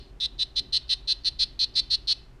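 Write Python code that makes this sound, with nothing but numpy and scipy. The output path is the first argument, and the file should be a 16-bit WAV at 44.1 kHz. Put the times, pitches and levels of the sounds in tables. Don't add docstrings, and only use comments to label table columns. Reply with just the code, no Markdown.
import sys
import numpy as np
from scipy import signal
from scipy.fft import rfft, irfft, next_fast_len
from scipy.io import wavfile
from scipy.ndimage import map_coordinates

SR = 44100
rng = np.random.default_rng(int(sys.argv[2]) if len(sys.argv) > 2 else 0)


def materialize(psi):
    bounded = np.clip(np.atleast_2d(psi).T, -1, 1)
    quanta = np.round(bounded * 32767).astype(np.int16)
    wavfile.write(sys.argv[1], SR, quanta)


N = 105840

SAC_HZ = 4075
ONSET_S = .004


def amp(db):
    return 10 ** (np.asarray(db) / 20)


def along(points, hz):
    freqs, values = np.transpose(points)
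    return np.interp(np.log(hz + 1), np.log(freqs + 1), values)


def wobble(rate_hz, count=N):
    return map_coordinates(rng.standard_normal(512), [np.arange(count) * rate_hz / SR])


def filtered(x, response):
    size = next_fast_len(len(x) + 8192)
    return irfft(rfft(x, size) * response(np.fft.rfftfreq(size, 1 / SR)), size)[:len(x)]


def noise(spectrum):
    x = filtered(rng.standard_normal(N), lambda hz: amp(along(spectrum, hz)))
    return x / np.sqrt(np.mean(x ** 2) + 1e-20)


def equipment_hum():
    # freq_hz, level_db
    tones = [(43, -59), (62, -59), (124, -64), (378, -74.5), (394, -73.5)]
    waver_db, drift_rad = 2.5, 1.1
    t = np.arange(N) / SR
    return sum(amp(db + waver_db * wobble(2.99)) * np.sqrt(2)
               * np.sin(2 * np.pi * hz * t + drift_rad * wobble(3.2)) for hz, db in tones)


def room_noise():
    # freq_hz, density_db
    rumble_shape = [(10, -4.5), (22, -8.5), (45, 6.5), (62, -5), (80, -15), (135, -12), (180, -31.5),
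                    (400, -42.5), (2000, -86.5)]
    # freq_hz, density_db
    fan_shape = [(40, -9.5), (135, 5.5), (185, -3), (250, 0), (390, -1.5), (440, -10.5), (700, -15.5),
                 (2000, -52)]
    # time_s, relative_db
    fan_envelope = [(0.0, -57), (0.04, -58.5), (0.58, -63), (0.61, -54), (0.84, -64), (1.74, -59.5),
                    (1.76, -56.5), (2.15, -64.5), (2.4, -62)]
    # freq_hz, density_db
    hiss_shape = [(100, -6.5), (700, 3), (1200, -0.5), (2500, -7.5), (5000, -13.5), (9000, -21.5),
                  (15000, -30.5)]
    fan_db = 2.5 + np.interp(np.arange(N) / SR, *np.transpose(fan_envelope))
    rumble = amp(-48.5) * noise(rumble_shape)
    fans = amp(fan_db) * noise(fan_shape)
    return rumble + fans + amp(-64) * noise(hiss_shape)


def tail(decay):
    hz, t, bins = signal.stft(rng.standard_normal(SR // 2), SR, nperseg=256)
    y = signal.istft(bins * amp(-60 * t / along(decay, hz)[:, None]), SR, nperseg=256)[1]
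    return y / np.linalg.norm(y)


def enclosure():
    # freq_hz, t60_s
    room_decay = [(1500, 0.93), (4000, 0.33), (7000, .38), (10000, 0.34)]
    # freq_hz, gain_db
    colour = [(1500, 7), (2800, 8), (3400, 2), (3950, 1.5), (4400, 0.5), (5000, 3), (6500, -0.5),
              (9000, 1.5), (14000, -1.5)]
    tank_t60_s = .04
    rings = amp(-12) * tail([(SAC_HZ, tank_t60_s)]) + amp(-21.5) * tail(room_decay)
    response = filtered(rings, lambda hz: amp(along(colour, hz)))
    response[0] += 1
    return response


def leaves_and_glass(hz):
    # delay_ms, signed_gain
    echoes = [(1.31, -.2), (1.462, -.13), (1.974, .3), (2.03, .08), (2.534, .13), (2.678, .13),
              (3.182, -.08), (3.798, .13), (3.862, .13), (5.734, -.08)]
    return 1 + sum(gain * np.exp(-2j * np.pi * hz * ms / 1000) for ms, gain in echoes)


def whistle(t, length_s, pitch_hz):
    ahead_s, half_width_s = .0018, .0045
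    ratio, drop = 2.36, .12
    from_peak = (t - length_s + ahead_s) / half_width_s
    hz = pitch_hz * ratio * (1 - drop * (1 + np.tanh(from_peak)) / 2)
    rough_rad = .7 * wobble(900, len(t))
    envelope = amp(-65 + .0111 * (pitch_hz - SAC_HZ)) * np.exp(-from_peak ** 2)
    return envelope * np.sin(2 * np.pi * np.cumsum(hz) / SR + rough_rad)


def air_puffs(t, hz, click_s, strengths):
    # freq_hz, relative_db
    colour = [(300, -68.5), (1800, -50), (2800, -30.5), (4100, -25), (5500, -41), (7200, -43), (8400, -32),
              (9400, -38.5), (11000, -52.5), (12200, -55), (15000, -72)]
    decay_s = .0019
    age_s = t - click_s[:, None]
    envelope = strengths ** .97 @ ((age_s >= 0) * np.exp(-np.abs(age_s) / decay_s))
    puffs = envelope * rng.standard_normal(len(t)) / np.sqrt(decay_s * SR / 2)
    return rfft(puffs) * amp(-3.5 + along(colour, hz))


def vocal_sac(hz, pitch_hz):
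    # freq_hz, gain_db
    spectrum = [(300, -56.5), (1000, -50), (1800, -33.5), (2300, -34.5), (3000, -18), (3550, -9),
                (3900, -2), (4130, 2.5), (4600, -10.5), (5200, -18), (6300, -27), (7200, -44.5),
                (8300, -41), (9400, -35), (11000, -61.5), (12300, -69.5), (15000, -81.5)]
    # freq_hz, delay_ms
    sweep = [(2000, .45), (3300, .3), (4130, 0), (5200, -.2), (6500, -.3), (8000, .6), (15000, .6)]
    low_hz, high_hz = 2320, 6550
    snap = .35
    warped_hz = np.interp(hz, [0, low_hz, pitch_hz, high_hz, SR / 2],
                          [0, low_hz, SAC_HZ, high_hz, SR / 2])
    gain = amp(along(spectrum, warped_hz))
    cepstrum = irfft(np.log(gain))
    half = len(cepstrum) // 2
    min_phase_rad = rfft(np.r_[cepstrum[0], 2 * cepstrum[1:half], cepstrum[half]], len(cepstrum)).imag
    sweep_rad = 2 * np.pi * np.cumsum(along(sweep, warped_hz) / 1000) * hz[1]
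    return gain * np.exp(1j * (snap * min_phase_rad - sweep_rad))


def click_train(t, length_s, pitch_hz, lead_s, lock, first_db):
    rate_hz, jitter_s, scatter_db = 353.1, .00012, .6
    attack_s, release_s, release_db_per_s = .010, .006, 3000
    lead_db, lead_pitch_ratio, pitch_rise = -28, 1.084, .016
    haste = .18 * np.clip(t / length_s, 0, 1) ** 5 - .2 * np.exp(-np.maximum(t, 0) / attack_s)
    cycles = np.cumsum(rate_hz * np.exp(haste + .05 * wobble(50, len(t)))) / SR
    cycles -= np.interp(0, t, cycles)
    first = np.ceil(np.interp(-lead_s, t, cycles) - .5)
    index = np.arange(first, np.interp(length_s + release_s, t, cycles))
    jitter, scatter = rng.standard_normal((2, 64))[:, :len(index)]
    click_s = np.interp(index, cycles, t) + jitter_s * jitter
    click_s += lock * (np.round(click_s * pitch_hz) / pitch_hz - click_s)
    swell = 1 - (1 - amp(first_db)) * np.exp(-np.maximum(click_s, 0) / attack_s)
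    swell *= amp(-release_db_per_s * np.maximum(click_s - length_s, 0))
    strengths = np.where(index < 0, amp(lead_db), swell) * amp(scatter_db * scatter)
    bend = np.where(index < 0, lead_pitch_ratio, 1 + pitch_rise * (click_s / length_s - .5))
    return click_s, strengths, pitch_hz * bend


def chirp(length_s, pitch_hz, lead_s, lock, first_db, size=4096):
    t = np.arange(size) / SR - ONSET_S - lead_s
    hz = np.fft.rfftfreq(size, 1 / SR)
    click_s, strengths, pitches_hz = click_train(t, length_s, pitch_hz, lead_s, lock, first_db)
    ring = sum(gain * vocal_sac(hz, sac_hz) * np.exp(-2j * np.pi * (at_s - t[0]) * hz)
               for at_s, gain, sac_hz in zip(click_s, strengths, pitches_hz))
    voice = ring + air_puffs(t, hz, click_s, strengths) + rfft(whistle(t, length_s, pitch_hz))
    return irfft(voice * leaves_and_glass(hz))


def frog():
    # start_s, length_s, level_db, pitch_hz, lead_in_s, sac_lock_share, first_click_db
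    chirps = [(-.125, 0.07, -22.5, 4250, 0.00097, 0.51, -18), (.2022, 0.058, -26, 3810, 0.0016, 0.27, -8),
              (0.389, 0.043, -24, 3970, 0.0068, 0.51, -15.5), (0.5597, .037, -23.5, 4010, 0.0038, 0.2, -15),
              (0.7249, 0.049, -22, 4040, 0, 0.36, -16.5), (0.8922, 0.045, -22.5, 4080, 0.011, 0.04, -15),
              (1.0748, 0.051, -22.5, 4110, 0, .6, -14), (1.2474, .038, -22.5, 4160, 0.0089, 0.21, -9),
              (1.3912, .046, -21.5, 4180, 0.0039, 0.1, -15.5), (1.5926, 0.052, -22, 4170, 0.0013, 0.07, -8),
              (1.754, 0.046, -21, 4190, 0.015, 0.16, -14), (1.903, 0.049, -21.5, 4230, 0.0022, 0.24, -14),
              (2.0733, 0.054, -22, 4250, 0.00096, 0.27, -13)]
    out = np.zeros(N + 2 * SR)
    zero = round(.25 * SR)
    for start_s, length_s, level_db, pitch_hz, lead_s, lock, first_db in chirps:
        space = enclosure()
        call = signal.fftconvolve(chirp(length_s, pitch_hz, lead_s, lock, first_db), space)
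        call *= amp(level_db) * np.sqrt(length_s * SR / np.sum(call ** 2))
        start = zero + round((start_s - lead_s - ONSET_S) * SR)
        out[start:start + len(call)] += call
    return out[zero:zero + N]


def scene():
    return (frog() + equipment_hum() + room_noise())[None]


def record(dry):
    top_hz = 15020
    return np.array([filtered(x, lambda hz: hz < top_hz) for x in dry])


dry = scene()
out = record(dry)
materialize(out)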